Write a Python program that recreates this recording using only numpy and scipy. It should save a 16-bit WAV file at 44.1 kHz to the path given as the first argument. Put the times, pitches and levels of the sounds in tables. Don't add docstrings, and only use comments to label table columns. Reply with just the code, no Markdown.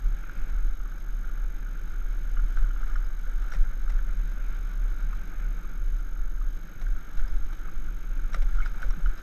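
import sys
import numpy as np
from scipy.fft import rfft, irfft, next_fast_len
from scipy.io import wavfile
from scipy.ndimage import uniform_filter1d, map_coordinates

SR = 44100
rng = np.random.default_rng(int(sys.argv[2]) if len(sys.argv) > 2 else 0)


def wav_record(signal):
    frames = np.transpose(np.atleast_2d(signal))
    bounded = np.clip(frames, -1, 1)
    quanta = np.round(bounded * 32767).astype(np.int16)
    wavfile.write(sys.argv[1], SR, quanta)


N = 406602
T = np.arange(N) / SR

# time_s, stones_db
STONY_GROUND = [(0, -.5), (.45, 1), (.75, -1), (2.2, -.5), (2.58, 2), (2.72, .5), (2.92, 3.5), (3.1, -1),
                (3.5, 3), (3.72, -0.5), (4.3, 1), (5.3, 1.2), (6.25, -2.5), (6.9, -1), (7.25, 1.5),
                (8.02, -1.9), (8.55, 2.5), (9.22, 2)]


def rumble(turns):
    # time_s, level_db
    roughness = [(0, 1), (.55, 5.5), (1, -2), (2.2, 1), (3.6, 4), (4.7, -2), (6.4, -0.5), (7.1, 6.5),
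                 (9.2, 5.5)]
    # frequency_hz, density_db
    jolt_spectrum = [(3, -51), (7, 2), (16, 3), (24, -8), (36, -8.5), (43, -12), (50, -23), (60, -14),
                     (80, -43), (150, -70)]
    jolts = amp(curve(roughness)) * coloured(rng.standard_normal(N), jolt_spectrum)
    motion = unit(np.sin(2 * np.pi * turns)) + jolts
    running_rms = np.sqrt(np.abs(uniform_filter1d(motion ** 2, size=4400)) + 0.034)
    shaken = amp(3) * shaking() * motion / running_rms
    return filtered(shaken, lambda hz: 1 / np.sqrt(1 + (hz / 47) ** 10))


def shaking():
    # time_s, level_db
    vibration = [(0, -42), (.12, -30.5), (.3, -34.5), (.8, -31), (1.65, -31.5), (2.1, -29), (4.3, -28),
                 (4.7, -32.5), (5.5, -32), (6.52, -29.5), (6.68, -39), (7.45, -36), (7.65, -33.5),
                 (8.3, -28.5), (9.22, -36.5)]
    # crest_s, level_db, length_s
    bumps = [(0.08, -23, 0.079), (0.414, -24.5, 0.053), (0.545, -24, 0.09), (.66, -22, 0.097),
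             (1.14, -29, 0.067), (1.453, -25.5, 0.067), (2.42, -25, 0.14), (2.622, -19.5, .1),
             (2.848, -26, 0.064), (2.973, -23.5, 0.088), (3.428, -27, 0.074), (3.604, -19, 0.078),
             (3.927, -24.5, .16), (4.854, -25.5, 0.16), (5.087, -27.5, 0.16), (5.474, -28, .12),
             (5.88, -27, 0.18), (6.356, -30.5, 0.18), (6.899, -22.5, .12), (7.206, -18, 0.062),
             (7.383, -22, 0.16), (7.805, -27, 0.16), (8.408, -23, 0.092), (8.553, -21, 0.19),
             (8.893, -21, 0.085), (9.074, -17, 0.064)]
    power = amp(curve(vibration) + 1.5 * wobble(9)) ** 2
    for crest_s, level_db, length_s in bumps:
        from_crest = (T - crest_s) / (0.48 * length_s)
        power += amp(level_db) ** 2 * np.exp(-np.minimum(from_crest ** 2, 20))
    return np.sqrt(power)


def exhaust(turns):
    # time_s, throttle_db
    throttle = [(0, -1), (.38, 4.5), (.7, -2.5), (1.7, 1), (2.5, 0.5), (3.15, -4.5), (3.5, 1), (3.85, -1.5),
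                (4.48, 3.5), (4.8, 0.5), (5.4, 3.5), (6.3, -3.5), (6.72, 1), (7.05, -1.5), (7.8, 1.5),
                (8.35, 2), (8.6, -1), (8.95, 2), (9.22, -1.5)]
    # frequency_hz, density_db
    pipe_spectrum = [(45, -10), (70, 3), (100, 2.5), (130, -0.5), (172, -9.5), (230, -4.5), (270, -3.5),
                     (335, -3), (420, -14), (520, -10.5), (700, -21), (1000, -26.5), (2000, -54)]
    throttle_db = curve(throttle)
    cycle = turns / 2
    firings = np.diff(np.floor(cycle), prepend=0) * amp(0.83 * rng.standard_normal(N))
    puffs = (1 + 1.14 * np.exp(-(cycle % 1) / 0.7)) * rng.standard_normal((3, N))
    pulses = coloured(0.36 * unit(firings) + unit(puffs[0]), pipe_spectrum)
    drone = amp(-4 + 2 * wobble(4)) * np.sin(2 * np.pi * 5 * cycle)
    putter = amp(-53.5 + 0.35 * throttle_db) * (pulses + drone)
    boom = amp(-57 + 1.3 * throttle_db) * band(puffs[1], centre_hz=169.8, width_hz=42.6)
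    rasp = amp(-70.5 + 2.3 * throttle_db) * band(puffs[2], centre_hz=2287, width_hz=590)
    return putter + boom + rasp


def tyres(turns):
    # frequency_hz, density_db
    crunch_spectrum = [(300, -14.5), (600, -15.5), (850, -11), (1030, -16), (1230, -6), (1400, -0.5),
                       (1600, -3), (1930, -17.5), (2230, -12), (2700, -28.5), (3500, -44)]
    # frequency_hz, density_db
    grit_spectrum = [(1800, -3.5), (2600, -8), (3000, 1.5), (3300, -1.5), (3900, 1), (4250, -7.5),
                     (4700, -9), (5000, -2.5), (5250, -6.5), (5600, -6), (6800, -10.5), (8000, -11.5),
                     (10000, -17), (13500, -16)]
    stones_db = curve(STONY_GROUND)
    flutter = amp(np.cos(2 * np.pi * turns) + 0.3 * np.cos(np.pi * turns))
    crunch = coloured(rng.standard_normal(N) + 0.35 * grains(per_s=600, spread_db=0.5), crunch_spectrum)
    grit = coloured(rng.standard_normal(N) + 0.5 * grains(per_s=900, spread_db=1.5), grit_spectrum)
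    crunch_db = -53.5 + 0.99 * stones_db + 1.05 * wobble(25)
    grit_db = -65.5 + 0.77 * stones_db + 0.72 * wobble(20)
    return flutter * (amp(crunch_db) * crunch + amp(grit_db) * grit)


def knocks():
    # start_s, level_db, pitch_hz
    hard_knocks = [(.236, -43, 1390), (.2952, -40, 1440), (1.244, -44, 1450), (2.369, -38.5, 1400),
                   (2.3927, -40, 1410), (2.569, -35.5, 1515), (2.6419, -39.5, 1470), (2.7057, -38.5, 1430),
                   (2.7616, -41, 1380), (2.829, -38, 1400), (2.8966, -38, 1396), (2.9567, -33.5, 1430),
                   (3.5206, -35.5, 1480), (3.8765, -40, 1385), (3.9884, -40, 1520), (5.1293, -39.5, 1250),
                   (6.413, -43, 1270), (6.8654, -40.5, 1570), (7.194, -39, 1490), (7.681, -42, 1256),
                   (8.2399, -42, 1430), (8.3439, -30, 1355), (8.5835, -36.5, 1390), (8.6022, -31.5, 1450),
                   (8.6577, -32, 1425), (8.8283, -29.5, 1488), (8.9113, -43, 1390), (8.9343, -41.5, 1460),
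                   (9.058, -32, 1413)]
    # frequency_hz, width_hz, level_db
    case_modes = [(1237, 51, -1.5), (1394, 58, 7), (1594, 123, 1), (2067, 69, -16.5), (2935, 74, -14),
                  (3940, 120, -24), (5250, 140, -16)]
    track, t = np.zeros(N), np.arange(SR // 12) / SR
    mode_hz, width_hz, mode_db = np.transpose(case_modes)[:, :, None]
    ratios = mode_hz / mode_hz[1]
    for start_s, level_db, pitch_hz in hard_knocks + taps(count=45):
        strengths = amp(mode_db + 2 * rng.standard_normal(ratios.shape))
        phases = 2 * np.pi * (ratios * pitch_hz * t + rng.random(ratios.shape))
        ring = np.sum(strengths * np.exp(-np.pi * width_hz * t) * np.sin(phases), axis=0)
        ring *= (1 - np.exp(-t / 0.00098)) ** 2
        add(track, start_s, amp(level_db + 3) * ring / np.abs(ring).max())
    return track


def taps(count):
    starts = rng.integers(N, size=count)
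    level_db, pitch_hz = rng.normal([-46, 1425], [0.5, 79.5], (count, 2)).T
    return list(zip(starts / SR, level_db + curve(STONY_GROUND)[starts], pitch_hz))


def rattles():
    # start_s, level_db, t60_s
    bursts = [(.488, -45.5, .07), (2.478, -53, .09), (2.570, -45, 0.099), (2.861, -50, 0.13),
              (3.417, -47, .087), (3.517, -42, 0.13), (3.532, -40.5, 0.12), (3.893, -47, 0.21),
              (6.812, -38.5, 0.06), (7.17, -49, 0.23), (7.275, -51, .08), (7.528, -48.5, 0.11),
              (8.330, -35, 0.044), (8.342, -39, 0.091), (8.419, -37, 0.047), (8.62, -48, .08),
              (8.656, -43, 0.11), (8.818, -41, 0.09), (8.905, -39, 0.033), (9.175, -44, .09)]
    # frequency_hz, density_db
    rattle_spectrum = [(250, -31), (550, 14), (900, 10.5), (1400, 15.5), (1900, 14), (3200, 1), (3900, 8),
                       (4400, -5.5), (5600, 2.5), (6500, -5.5), (9000, -10), (13000, -16)]
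    envelope, t = np.zeros(N), np.arange(SR // 3) / SR
    rise = 1 - np.exp(-t / 0.002)
    for start_s, level_db, t60_s in bursts:
        add(envelope, start_s, amp(level_db - 1 - 60 * t / t60_s) * rise)
    flicker = amp(2.5 * wobble(330))
    contacts = rng.standard_normal(N) + 0.7 * grains(per_s=1500, spread_db=2)
    return envelope * coloured(flicker * contacts, rattle_spectrum)


def clinks():
    # start_s, peak_db, pitch_hz, t60_s
    pings = [(3.045, -57, 5070, .08), (3.520, -47, 5700, .04), (3.535, -54, 5600, .04),
             (7.281, -51.5, 5100, 0.046), (8.331, -49, 5630, 0.031), (8.420, -52, 5420, .032),
             (8.622, -36, 2210, 0.069), (8.660, -50.5, 4960, .06), (8.906, -45, 5540, .018),
             (9.176, -55, 5030, .06)]
    return rings(pings, attack_s=0.00043, detune=0.042)


def thuds():
    # start_s, peak_db, pitch_hz, t60_s
    blows = [(3.27, -48, 527, 0.092), (3.53, -48, 522, 0.13), (3.55, -40.5, 169.5, 0.23),
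             (8.35, -43, 159.6, 0.12), (8.365, -44, 531, 0.075), (8.835, -43, 548, 0.11),
             (8.972, -35.5, 164, 0.1), (9.06, -40, 120.6, 0.23)]
    return rings(blows, attack_s=0.005, detune=0.22)


def whine(pitch_hz=6449.7, frame_hz=47.953, duty=0.39):
    harmonics_db = [-59.5, -61.5]
    frame = T * frame_hz + 0.07
    gate = uniform_filter1d((frame % 1 < duty).astype(float), size=30)
    jitter = rng.standard_normal(int(frame[-1]) + 1)[frame.astype(int)]
    phase = 2 * np.pi * pitch_hz * T + jitter + 0.93 * wobble(1.87) + 0.17 * wobble(180)
    return gate * sum(amp(db) * np.sin(k * phase) for k, db in enumerate(harmonics_db, 1))


def rings(strikes, attack_s, detune):
    track, t = np.zeros(N), np.arange(SR // 4) / SR
    for start_s, peak_db, pitch_hz, t60_s in strikes:
        offsets = detune * np.array([[-1], [0], [1]]) * rng.uniform(0.39, 1, (3, 1))
        phases = 2 * np.pi * (pitch_hz * (1 + offsets) * t + rng.random((3, 1)))
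        modes = np.array([[0.5], [1], [0.5]]) * np.sin(phases)
        ring = modes.sum(0) * amp(-60 * t / t60_s) * (1 - np.exp(-t / attack_s))
        add(track, start_s, amp(peak_db) * ring / np.abs(ring).max())
    return track


def grains(per_s, spread_db):
    hits = rng.random(N) < per_s / SR
    return unit(hits * rng.standard_normal(N) * amp(spread_db * rng.standard_normal(N)))


def amp(db):
    return 10 ** (np.asarray(db) / 20)


def unit(x):
    return x / np.sqrt(np.mean(x ** 2) + 1e-20)


def curve(rows):
    return np.interp(T, *np.transpose(rows))


def wobble(per_s):
    return map_coordinates(rng.standard_normal(int(N * per_s / SR) + 4), [T * per_s])


def filtered(x, response):
    size = next_fast_len(len(x) + SR // 2)
    return irfft(rfft(x, size) * response(np.fft.rfftfreq(size, 1 / SR)), size)[:len(x)]


def coloured(x, spectrum):
    points_hz, db = np.transpose(spectrum)

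    def response(hz):
        roll_off = np.minimum(1, hz / points_hz[0]) ** 2 * np.minimum(1, points_hz[-1] / (hz + 1)) ** 4
        return roll_off * amp(np.interp(np.log(hz + 1), np.log(points_hz + 1), db))
    return unit(filtered(x, response))


def band(x, centre_hz, width_hz):
    def resonance(hz):
        return 1j * hz * width_hz / (centre_hz ** 2 - hz ** 2 + 1j * hz * width_hz)
    return unit(filtered(x, lambda hz: resonance(hz) ** 2))


def add(track, start_s, sound):
    part = track[max(0, round(start_s * SR)):][:len(sound)]
    part += sound[:len(part)]


def scene():
    # time_s, firing_hz
    firing_rate = [(0, 16.9), (.5, 16.9), (1.1, 16.4), (2.1, 15.9), (2.6, 16.1), (3, 15.4), (4.3, 16.6),
                   (5.6, 16.8), (6.3, 15.7), (9.2, 15.5)]
    turns = 2 * np.cumsum(curve(firing_rate)) / SR
    riding = exhaust(turns) + tyres(turns)
    clatter = knocks() + rattles() + clinks() + thuds()
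    return (rumble(turns) + riding + clatter + whine())[None]


def record(dry):
    top_hz = 14000
    return np.array([filtered(x, lambda hz: 1 / np.sqrt(1 + (hz / top_hz) ** 80)) for x in dry])


dry = scene()
out = record(dry)
wav_record(out)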